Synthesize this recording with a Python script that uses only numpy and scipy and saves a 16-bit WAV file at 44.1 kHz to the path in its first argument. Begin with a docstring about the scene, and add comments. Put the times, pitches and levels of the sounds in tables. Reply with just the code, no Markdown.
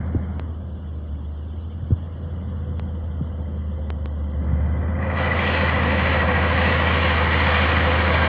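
"""On a dirt lot a six-cylinder diesel grader works at full throttle; its speed sags as the blade bites.
For five seconds the microphone port is blocked, probably by a finger: a muffled drone, bumps and ticks get in.
Then the port comes free, and the hiss of fan and turbo, the hollow exhaust pipe and the firing knock open up.
Periodic sources follow one engine cycle; noise is shaped by spectra, resonances and bursts at the firings.
The port is a filter that varies with its seal; bumps are short gliding waves, ticks are leaking pressure steps."""
import sys
import numpy as np
from scipy import signal
from scipy.fft import rfft, irfft
from scipy.io import wavfile
from scipy.ndimage import map_coordinates

SR = 44100
rng = np.random.default_rng(int(sys.argv[2]) if len(sys.argv) > 2 else 0)


def generate_wav(signal):
    """Clip the signal to [-1, 1] and save it as 16-bit WAV at the path in sys.argv[1]."""
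    frames = np.transpose(np.atleast_2d(signal))
    scaled = np.clip(frames, -1, 1) * 32767
    pcm = np.round(scaled).astype(np.int16)
    wavfile.write(sys.argv[1], SR, pcm)


N = 365148
TIME = np.arange(N) / SR   # s

# Engine speed, sagging while the blade bites. Each row: time in seconds, firings per second.
FIRING_RATE = [(0.1, 79.8), (0.88, 78.5), (1.11, 74.8), (1.35, 75.1), (1.6, 81.1), (2.07, 83.8),
               (2.9, 80.1), (3.3, 79.6), (4.0, 75.2), (4.58, 73.7), (5.01, 82.2), (5.46, 82.8),
               (5.86, 80.2), (6.24, 80.4), (6.8, 81.8), (7.25, 79.9), (8.15, 80.2)]
# Strength of each cylinder's knock in firing order, before scaling by each source. Each entry: level in dB.
CYLINDER_STRENGTH = [2.5, 2.2, 0.4, 0.2, -1.5, -2]
# Radiation of the parts of the passing machine. Each row: time in seconds, then the gains of exhaust,
# clatter, gear whine and drone in dB.
FACING_GAIN = [(0, 3, -5.5, -3, -2.1), (1.15, -1.5, -7.5, 0, -2), (1.7, -4.5, -9.5, 2, -0.6),
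               (2.7, 3.5, 2.5, -4, -1), (4.1, -2, 0.5, -9, 0.1), (4.65, 4, -5, -8.5, -0.5),
               (5.2, -0.5, 3.5, -2, -1.2), (5.85, 1.5, 3, -4, -0.5), (6.3, 0.5, 2, 4.5, 0.5),
               (7.2, -1.5, 0.5, 1, 0), (8.27, -3, 0, 8.5, 0.5)]
# The port pressed shut, eased, then let go in steps. Each row: time in seconds, tightness of the seal
# (0 open, about 1 pressed shut).
SEAL_TIGHTNESS = [(0, 0.67), (.38, 0.78), (.58, 1.06), (1.4, 1.15), (2.6, 0.97), (3.2, 1.083), (4.3, 1.04),
                  (4.5, .73), (4.96, 0.6), (5.02, 0.32), (5.13, 0.26), (5.2, 0.055), (5.32, 0.12),
                  (5.42, 0.098), (6.3, 0.005), (6.8, 0.017), (8.27, -0.0053)]
# Gain of a port of tightness 1, without the drop above its knee. Each row: frequency in Hz, gain in dB.
SHUT_PORT_GAIN = [(60, 0.5), (140, -5.5), (220, -6.5), (500, -13.5), (800, -20.5), (1200, -21.5),
                  (1600, -26.5), (1900, -31), (2800, -40), (4200, -51), (7000, -16)]
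# Limit above which the shut port drops steeply. Each row: time in seconds, knee in Hz.
PORT_KNEE = [(.4, 2330), (.6, 1910), (1.8, 1870), (2.2, 2100), (4.33, 2190), (4.45, 2560), (4.95, 2624)]
# A half-shut port booms, a tight one damps even the drone. Each row: tightness, gain of the firing tone in dB.
BOOM_GAIN = [(0, 0.5), (.25, 0), (.7, 1.5), (1.15, -4.5)]
# Spectrum of the hiss leaking round the blocked port. Each row: frequency in Hz, relative density in dB.
LEAK_SPECTRUM = [(2450, -19.5), (2680, -12), (2880, 3), (3150, 2.5), (3480, 0), (3620, -15.5),
                 (4150, -32.5), (4400, -18), (4700, -23), (5100, -34), (7000, -44.5)]
# Sparse, short blobs of faint noise between about 1.7 and 5 kHz. Each row: frequency in Hz, relative
# density in dB.
BLOB_SPECTRUM = [(1700, -7.5), (1950, 2), (2300, -5.5), (2500, -14), (2750, -3.5), (3300, -6),
                 (3720, -10.5), (3950, -16), (4200, -22), (4600, -17.5), (5200, -27.5)]
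# Faint noise while the port is blocked. Each row: time in seconds, level of the hiss in dB (the blobs
# follow it), level of the narrow breathy ring of the gap in dB.
LEAK_LEVELS = [(0, -66.5, -82), (2, -63.5, -77.5), (3.6, -65.5, -67.5), (4.4, -66, -68), (4.95, -65, -63.5)]
# Sharp ticks at the port. Each row: time in seconds, pressure step in dB before filtering, brightness in Hz.
PORT_TICKS = [(0.3962, -15, 3500), (2.7963, -17, 3650), (3.9034, -13, 3680), (4.0585, -17.5, 3700)]
# Soft bumps of the finger. Each row: start in seconds, level in dB, first pitch in Hz, last pitch in Hz,
# length in seconds, share of the length spent rising.
FINGER_BUMPS = [(0.1476, -12.5, 380, 165, 0.0095, 0.42), (0.157, -14, 112, 84.5, 0.022, .35),
                (1.827, -18, 100.5, 109, 0.018, .45), (1.906, -13, 287, 90, 0.0095, .28),
                (1.9158, -21.5, 338, 300, 0.004, 0.32), (1.9175, -8, 127, 75, 0.028, .36),
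                (2.708, -26, 169, 108, 0.014, .5), (3.209, -16.5, 234, 80, 0.028, 0.17),
                (3.405, -20, 195, 102, 0.0096, 0.42), (4.528, -14, 158, 95, 0.016, 0.38)]
# Hoarse howl, probably the turbo. Each row: time in seconds, centre in Hz, level in dB, rms pitch scatter in Hz.
HOWL_COURSE = [(0, 2116, -40, 50), (1.8, 2052, -34, 55), (3.4, 2017, -28, 54.8), (4.7, 1985, -27, 54.8),
               (5.6, 1933, -26.5, 48), (6.6, 1922, -29.5, 36), (7.4, 1921, -31.5, 33),
               (7.75, 1907, -32, 40), (8.27, 1904, -36, 45)]
# Broad roar of fan, turbo and block. Each row: frequency in Hz, relative density in dB.
ROAR_SPECTRUM = [(25, -17.5), (45, -10.5), (70, 2), (200, 3), (330, -1), (420, -3), (640, 1), (830, -1),
                 (1050, 0), (1500, -0.8), (1700, -0.5), (2130, -.5), (3100, -6.5), (3480, -12),
                 (3680, -17.5), (4250, -20), (5600, -49.5)]
# Faint top of the hiss. 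Each row: frequency in Hz, relative density in dB.
TOP_SPECTRUM = [(5500, -16.5), (5850, -0.5), (6500, 2.5), (6950, -1.5), (7600, -22), (11000, -15.5),
                (13200, -12), (15000, -24.5)]
# Gain of the high part of the rushing air as it swells and sinks. Each row: time in seconds, gain in dB.
HISS_GAIN = [(5.3, -2), (5.45, 5.5), (5.65, 3), (5.78, -1), (6.13, 1), (6.25, -5), (6.5, -3), (6.62, 1.5),
             (7.1, 1.5), (7.27, 0), (7.4, 3.5), (7.68, 2), (7.85, -0.5), (8.27, 0.5)]
# A shifting hollow, probably the echo off the ground. Each row: time in seconds, centre in Hz, gain in dB.
HOLLOW_COURSE = [(1.8, 2400, 4), (4.4, 2225, -12), (5.4, 2180, -5.5), (6.4, 2140, -0.5), (6.9, 2540, -3.5),
                 (8.27, 2600, -9)]
# Ringing of block and hood. Each row: frequency in Hz, width in Hz, level in dB before the machine's gains,
# share that repeats every cycle, delay in cycles, rise in dB per second.
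PANEL_MODES = [(1100, 130, -33, 0.41, 0.11, 1.5), (2326, 170, -39.5, 0.062, 0.022, -0.5)]
# Hollow note of the exhaust pipe, its pitch drifting up and down. Each row: time in seconds, # pitch in Hz,
# level of the note in dB, level of the other resonances in dB.
PIPE_COURSE = [(0, 503, -37.5, -44.5), (1.7, 486, -40.5, -46), (2.5, 497, -31.5, -41),
               (3.1, 502, -32.5, -36), (3.7, 524, -31, -38), (4.3, 524, -31, -36), (5.2, 524, -28, -35),
               (5.8, 521, -29, -36.5), (6.4, 515.2, -28, -37), (7.3, 508.3, -30.5, -46.5),
               (8.27, 507, -30, -49)]
# The pipe's other resonances. Each row: multiple of the note, width in Hz, relative level in dB.
PIPE_OVERTONES = [(0.39, 22, 0), (1.12, 30, -1.5), (1.33, 28.04, -5), (1.475, 28, -4.5), (1.685, 27.94, -1),
                  (1.885, 30.2, -5.5)]
# Exhaust tones beside the firing tone. Each row: multiple of the two-turn cycle rate, level in dB before
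# the machine's gains.
EXHAUST_TONES = [(4, -51), (5, -47), (7, -38), (8, -41), (9, -40), (10, -35.5), (11, -47), (12, -42),
                 (13, -44.5), (14, -38), (15, -36.5), (16, -41.5), (17, -49.5), (18, -42), (20, -45),
                 (21, -49), (26, -48)]

CYLINDERS = len(CYLINDER_STRENGTH)
CRUISE_HZ = 80   # firings per s under ordinary load
NEAR_S, APPROACH_DB_PER_S = 7.04, .5   # the grader draws nearer; this gain is 0 dB at NEAR_S
DRONE_DB, DRONE_DB_PER_SAG_HZ = -22.5, .28   # drone at cruise before other gains; louder when labouring
SHUT = .5   # tightness that sets where the drop above the knee comes in
GAP_RING_HZ, GAP_RING_WIDTH_HZ, HISS_WAVER_DB = 3120, 99, 1
LOW_KNOCK_DB, HIGH_KNOCK_DB = -8, -3   # burst over steady noise, before each firing's own strength
BURST_RISE, BURST_SCATTER_DB = .22, 1   # rise as a share of one firing; spread between firings
NOTE_WIDTH_HZ, PIPE_REPEAT_SHARE = 32.2, .098   # share of the gas noise that repeats every cycle
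EXHAUST_WAVER_DB, EXHAUST_JITTER_RAD = 1.4, .2
EXHAUST_BOOM_SHARE = .97   # share of the port's boom that the throb gets
CUTOFF_HZ = 15500


def from_db(db):
    """Level law: decibels to amplitude gain."""
    return 10 ** (np.asarray(db) / 20)


def rms_one(x):
    """Normalisation: scale to rms 1."""
    return x / np.sqrt(np.mean(x ** 2) + 1e-20)


def in_time(rows):
    """Linear interpolation: each column of a curve at every sample."""
    s, *columns = np.transpose(rows)
    return [np.interp(TIME, s, column) for column in columns]


def at_hz(points, hz):
    """Interpolation of a spectrum along a logarithmic frequency axis."""
    corners, db = np.transpose(points)
    return np.interp(np.log(hz + 1), np.log(corners), db)


def white_noise():
    """White noise: independent random pressures."""
    return rng.standard_normal(N)


def butterworth(x, order, hz, kind="low"):
    """Butterworth filtering: a smooth pass band with one corner."""
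    return signal.sosfilt(signal.butter(order, hz, kind, fs=SR, output="sos"), x)


def sine(phase):
    """Simple harmonic motion, with rms 1."""
    return np.sqrt(2) * np.sin(phase)


def drift(rate):
    """Low-passed chance: a smooth wander changing about rate times a second; spread 1."""
    hz = np.arange(N // 2 + 1) * SR / N
    return rms_one(irfft(rfft(white_noise()) / (1 + (hz / rate) ** 4), N))


def colour(x, spectrum):
    """Spectral shaping: a given spectrum with steep falls beyond its ends; rms 1."""
    hz = np.arange(1, N // 2 + 2) * SR / N
    upper_end = 1 / (1 + (hz / spectrum[-1][0] / 1.1) ** 16)
    lower_end = 1 / (1 + (.7 * spectrum[0][0] / hz) ** 4)
    return rms_one(irfft(rfft(x) * from_db(at_hz(spectrum, hz)) * upper_end * lower_end, N))


def resonate(x, hz, width_hz):
    """Resonance: a twice-applied pole in a frame turning at the centre, which may move; rms 1."""
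    r = np.exp(-np.pi * 1.55 * width_hz / SR)   # 1.55 offsets the narrowing by two passes
    turn = np.exp(2j * np.pi * np.cumsum(hz * np.ones(N)) / SR)
    return rms_one(np.real(turn * signal.lfilter([1], [1, -2 * r, r * r], x / turn)))


def mottle(x, depth_db, width_hz, length_s, size=512):
    """Random modulation in time and frequency: patches swell and sink by chance; the overall level is kept."""
    hz, s, frames = signal.stft(x, SR, nperseg=size)
    places = np.meshgrid(hz / width_hz, s / length_s, indexing="ij")
    chance = map_coordinates(rng.standard_normal(frames.shape), places, order=3, mode="mirror")
    gain = from_db(depth_db * np.minimum(chance, 2))
    return np.std(x) * rms_one(signal.istft(frames * gain, SR, nperseg=size)[1][:N])


def knocks(cycle, pulse_db, unevenness):
    """Periodic modulation: loudness pulses at each firing, with each cylinder's own strength."""
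    strength_db = np.interp(cycle * CYLINDERS, np.arange(CYLINDERS), CYLINDER_STRENGTH, period=CYLINDERS)
    return rms_one(from_db(unevenness * strength_db + pulse_db * np.cos(2 * np.pi * CYLINDERS * cycle)))


def combustion_bursts(cycle):
    """Impulsive combustion: each firing rises quickly and mostly dies before the next; none are quite equal."""
    firing = cycle * CYLINDERS + BURST_RISE
    number = firing.astype(int)
    age = firing % 1 / BURST_RISE   # 1 at the peak
    chance_db = BURST_SCATTER_DB * rng.standard_normal(number[-1] + 1)
    strength_db = 2 * np.take(CYLINDER_STRENGTH, number, mode="wrap") + chance_db[number]
    return from_db(strength_db) * age * np.exp(1 - age)


def repeating_noise(cycle, size=2048):
    """Periodicity: the same random rattle comes round with every engine cycle."""
    return rms_one(np.interp(cycle % 1, np.linspace(0, 1, size), rng.standard_normal(size)))


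def self_noise(level_db):
    """Noise floor: steady white noise of constant level."""
    return from_db(level_db) * white_noise()


def faint_blobs(below_hiss_db):
    """Randomly modulated noise: sparse, short blobs of faint sound between about 1.7 and 5 kHz."""
    hiss_db, _ = in_time(LEAK_LEVELS)
    blobs = mottle(colour(white_noise(), BLOB_SPECTRUM), depth_db=8, width_hz=110, length_s=.025)
    return from_db(hiss_db + below_hiss_db) * blobs


def leak():
    """Filtered noise: a thin hiss and a narrow ring; random patches in time and frequency make the hiss uneven."""
    level_db, ring_db = in_time(LEAK_LEVELS)
    hiss = mottle(colour(white_noise(), LEAK_SPECTRUM), depth_db=3.5, width_hz=170, length_s=.022)
    ring = from_db(ring_db) * resonate(white_noise(), GAP_RING_HZ, GAP_RING_WIDTH_HZ)
    return ring + from_db(level_db + HISS_WAVER_DB * drift(20)) * hiss


def ticks(low_hz, snap_db, snap_hz, order=7):
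    """Pressure release: a sudden step leaks away in about a millisecond; a little of its edge stays sharp."""
    out = np.zeros(N)
    for s, db, bright_hz in PORT_TICKS:
        leaking = butterworth(from_db(db) * (TIME >= s), 2, low_hz, "high") + 1e-18
        rounded = butterworth(leaking, order, bright_hz)
        edge = butterworth(leaking, 1, snap_hz)
        out += rounded + from_db(snap_db) * edge
    return out


def bumps(rub_db, rub_hz):
    """Compression of trapped air: a few waves that mostly fall in pitch, begun by a dull rub of skin."""
    out = np.zeros(N)
    rub = from_db(rub_db) * rms_one(butterworth(white_noise(), 4, rub_hz))
    for s, db, first_hz, last_hz, length, rise in FINGER_BUMPS:
        along = np.linspace(0, 1, int(length * SR))
        phase = 2 * np.pi * np.cumsum(first_hz * (last_hz / first_hz) ** along) / SR
        start = int(s * SR)
        span = slice(start, start + len(along))
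        scrape = rub[span] * (1 - along) * (first_hz / rub_hz) ** 2   # quicker slips scrape more
        swell = np.sin(np.pi * np.interp(along, [0, rise, 1], [0, .5, 1]))
        out[span] += from_db(db) * swell * (scrape - np.sin(phase))
    return out


def gear_whine(cycle, level_db, order=120):
    """Tooth meshing: gears whine unevenly at a fixed multiple of the cycle rate."""
    phase = 2 * np.pi * order * cycle + .5 * drift(11)
    return from_db(level_db + 2 * drift(4.7)) * sine(phase)


def turbo_howl(cycle, rough_db):
    """Turbulent frequency modulation: a whistle scatters quickly in pitch and swells with the firings."""
    centre_hz, level_db, scatter_hz = in_time(HOWL_COURSE)
    phase = 2 * np.pi * np.cumsum(centre_hz + scatter_hz * drift(70.2)) / SR
    swell = rms_one(from_db(rough_db * drift(55)) * knocks(cycle, pulse_db=2.5, unevenness=1.1))
    return from_db(level_db) * swell * sine(phase)


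def rushing_air(cycle, split_hz):
    """Modulated noise: firings swell the white noise; its high part knocks harder and swells and sinks."""
    hiss_db, = in_time(HISS_GAIN)
    bursts = combustion_bursts(cycle)
    low = butterworth(white_noise(), 2, split_hz)
    high = butterworth(white_noise(), 2, split_hz, "high")
    # steady and burst noise add in power
    low = low * rms_one(np.hypot(1, from_db(LOW_KNOCK_DB) * bursts))
    high = high * rms_one(np.hypot(1, from_db(HIGH_KNOCK_DB) * bursts))
    return low + high * from_db(hiss_db)


def roar(air, level_db, top_db):
    """Broadband radiation: fan, turbo and combustion noise as a broad roar with a faint top."""
    return from_db(level_db) * colour(air, ROAR_SPECTRUM) + from_db(top_db) * colour(air, TOP_SPECTRUM)


def clatter(cycle):
    """Forced vibration: knocks set block and hood ringing, partly alike from cycle to cycle."""
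    out = np.zeros(N)
    for hz, width_hz, db, share, delay, rise_db in PANEL_MODES:
        blows = knocks(cycle - delay, pulse_db=2.0, unevenness=1.3)
        alike = resonate(blows * repeating_noise(cycle), hz, width_hz)
        fresh = resonate(blows * white_noise(), hz, width_hz)
        ringing = np.sqrt(share) * alike + np.sqrt(1 - share) * fresh
        out += from_db(db + rise_db * (TIME - NEAR_S)) * ringing
    return out


def exhaust_pipe(cycle, delay, unevenness, evenness):
    """Pipe resonance: gas noise excites modes that drift together and throb; the main note is evened out."""
    pitch_hz, note_db, others_db = in_time(PIPE_COURSE)
    alike = np.sqrt(PIPE_REPEAT_SHARE) * repeating_noise(cycle)
    gas = alike + np.sqrt(1 - PIPE_REPEAT_SHARE) * white_noise()
    note = resonate(gas, pitch_hz, NOTE_WIDTH_HZ)
    note = rms_one(note / np.abs(signal.hilbert(note)) ** evenness)   # flatten its envelope in part
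    others = np.zeros(N)
    for ratio, width_hz, db in PIPE_OVERTONES:
        others += from_db(db) * resonate(gas, ratio * pitch_hz, width_hz)
    throb = knocks(cycle - delay, pulse_db=0.7, unevenness=unevenness)
    return throb * (from_db(note_db) * note + from_db(others_db) * others)


def exhaust(cycle):
    """Harmonic series: unequal cylinders put tones at multiples of the cycle rate, heard as the throb."""
    out = np.zeros(N)
    for multiple, db in EXHAUST_TONES:
        phase = 2 * np.pi * (multiple * cycle + rng.random()) + EXHAUST_JITTER_RAD * drift(10.0)
        out += from_db(db + EXHAUST_WAVER_DB * drift(4.3)) * sine(phase)
    return out


def firing_tone(cycle, level_db, waver_db):
    """Periodic discharge: the deep drone of the exhaust has one wave for each firing."""
    return from_db(level_db + waver_db * drift(24)) * sine(2 * np.pi * CYLINDERS * cycle)


def hollow(x, width_hz, size=1024):
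    """Interference: a narrow band, mostly weakened, moves in pitch and changes in depth."""
    hz, s, frames = signal.stft(x, SR, nperseg=size)
    centre_hz, depth_db = [np.interp(s, TIME, column) for column in in_time(HOLLOW_COURSE)]
    gain_db = depth_db * np.exp(-((hz[:, None] - centre_hz) / width_hz) ** 2)
    return signal.istft(frames * from_db(gain_db), SR, nperseg=size)[1][:N]


def blocked_port(x, seal, drop_db, size=1024):
    """Transmission loss: a tighter seal takes more away, with a steep drop above the knee of a shut port."""
    hz, s, frames = signal.stft(x, SR, nperseg=size)
    tight = np.interp(s, TIME, seal)
    knee = np.interp(s, *np.transpose(PORT_KNEE))
    above = 1 - 1 / (1 + (hz[:, None] / knee) ** 36)
    shutting = np.tanh((tight / SHUT) ** 2)
    gain_db = tight * at_hz(SHUT_PORT_GAIN, hz)[:, None] + drop_db * above * shutting
    return signal.istft(frames * from_db(gain_db), SR, nperseg=size)[1][:N]


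def scene():
    """Superposition: the grader through the port, the small sounds at the port, and faint noise."""
    firing_hz, = in_time(FIRING_RATE)
    exhaust_db, clatter_db, whine_db, carry_db = in_time(FACING_GAIN)
    seal, = in_time(SEAL_TIGHTNESS)
    sag_hz = CRUISE_HZ - firing_hz   # the load on the engine
    near_db = APPROACH_DB_PER_S * (TIME - NEAR_S)
    boom_db = np.interp(seal, *np.transpose(BOOM_GAIN))
    cycle = np.cumsum(firing_hz) / SR / CYLINDERS   # engine cycles elapsed

    faint = self_noise(level_db=-85.5) + faint_blobs(below_hiss_db=-3.5) + leak()
    finger = bumps(rub_db=-7, rub_hz=560) + ticks(low_hz=280, snap_db=-27, snap_hz=6000)

    air = rushing_air(cycle, split_hz=1710)
    machine = roar(air, level_db=-22.5, top_db=-74.0)
    machine = mottle(machine, depth_db=1.4, width_hz=160, length_s=.12)
    machine += from_db(whine_db) * gear_whine(cycle, level_db=-45.0)
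    machine += turbo_howl(cycle, rough_db=4.5)
    machine += from_db(clatter_db) * clatter(cycle)
    machine += exhaust_pipe(cycle, delay=.35, unevenness=1.4, evenness=0.3)
    machine += from_db(exhaust_db + EXHAUST_BOOM_SHARE * boom_db) * exhaust(cycle)
    heard = blocked_port(from_db(near_db) * hollow(machine, width_hz=83), seal, drop_db=-17.5)

    drone_db = DRONE_DB + carry_db + near_db + DRONE_DB_PER_SAG_HZ * sag_hz + boom_db
    drone = firing_tone(cycle, drone_db, waver_db=0.22 + 0.67 * seal)   # less steady while the finger presses
    return (faint + finger + heard + drone)[None]


def record(dry):
    """Band limiting: the ends are faded over 4 ms and the top is cut by a steep elliptic filter."""
    fade = np.minimum(1, np.minimum(TIME, TIME[-1] - TIME) / .004)
    return signal.sosfilt(signal.ellip(10, .1, 80, CUTOFF_HZ, fs=SR, output="sos"), dry * fade)


dry = scene()
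out = record(dry)
generate_wav(out)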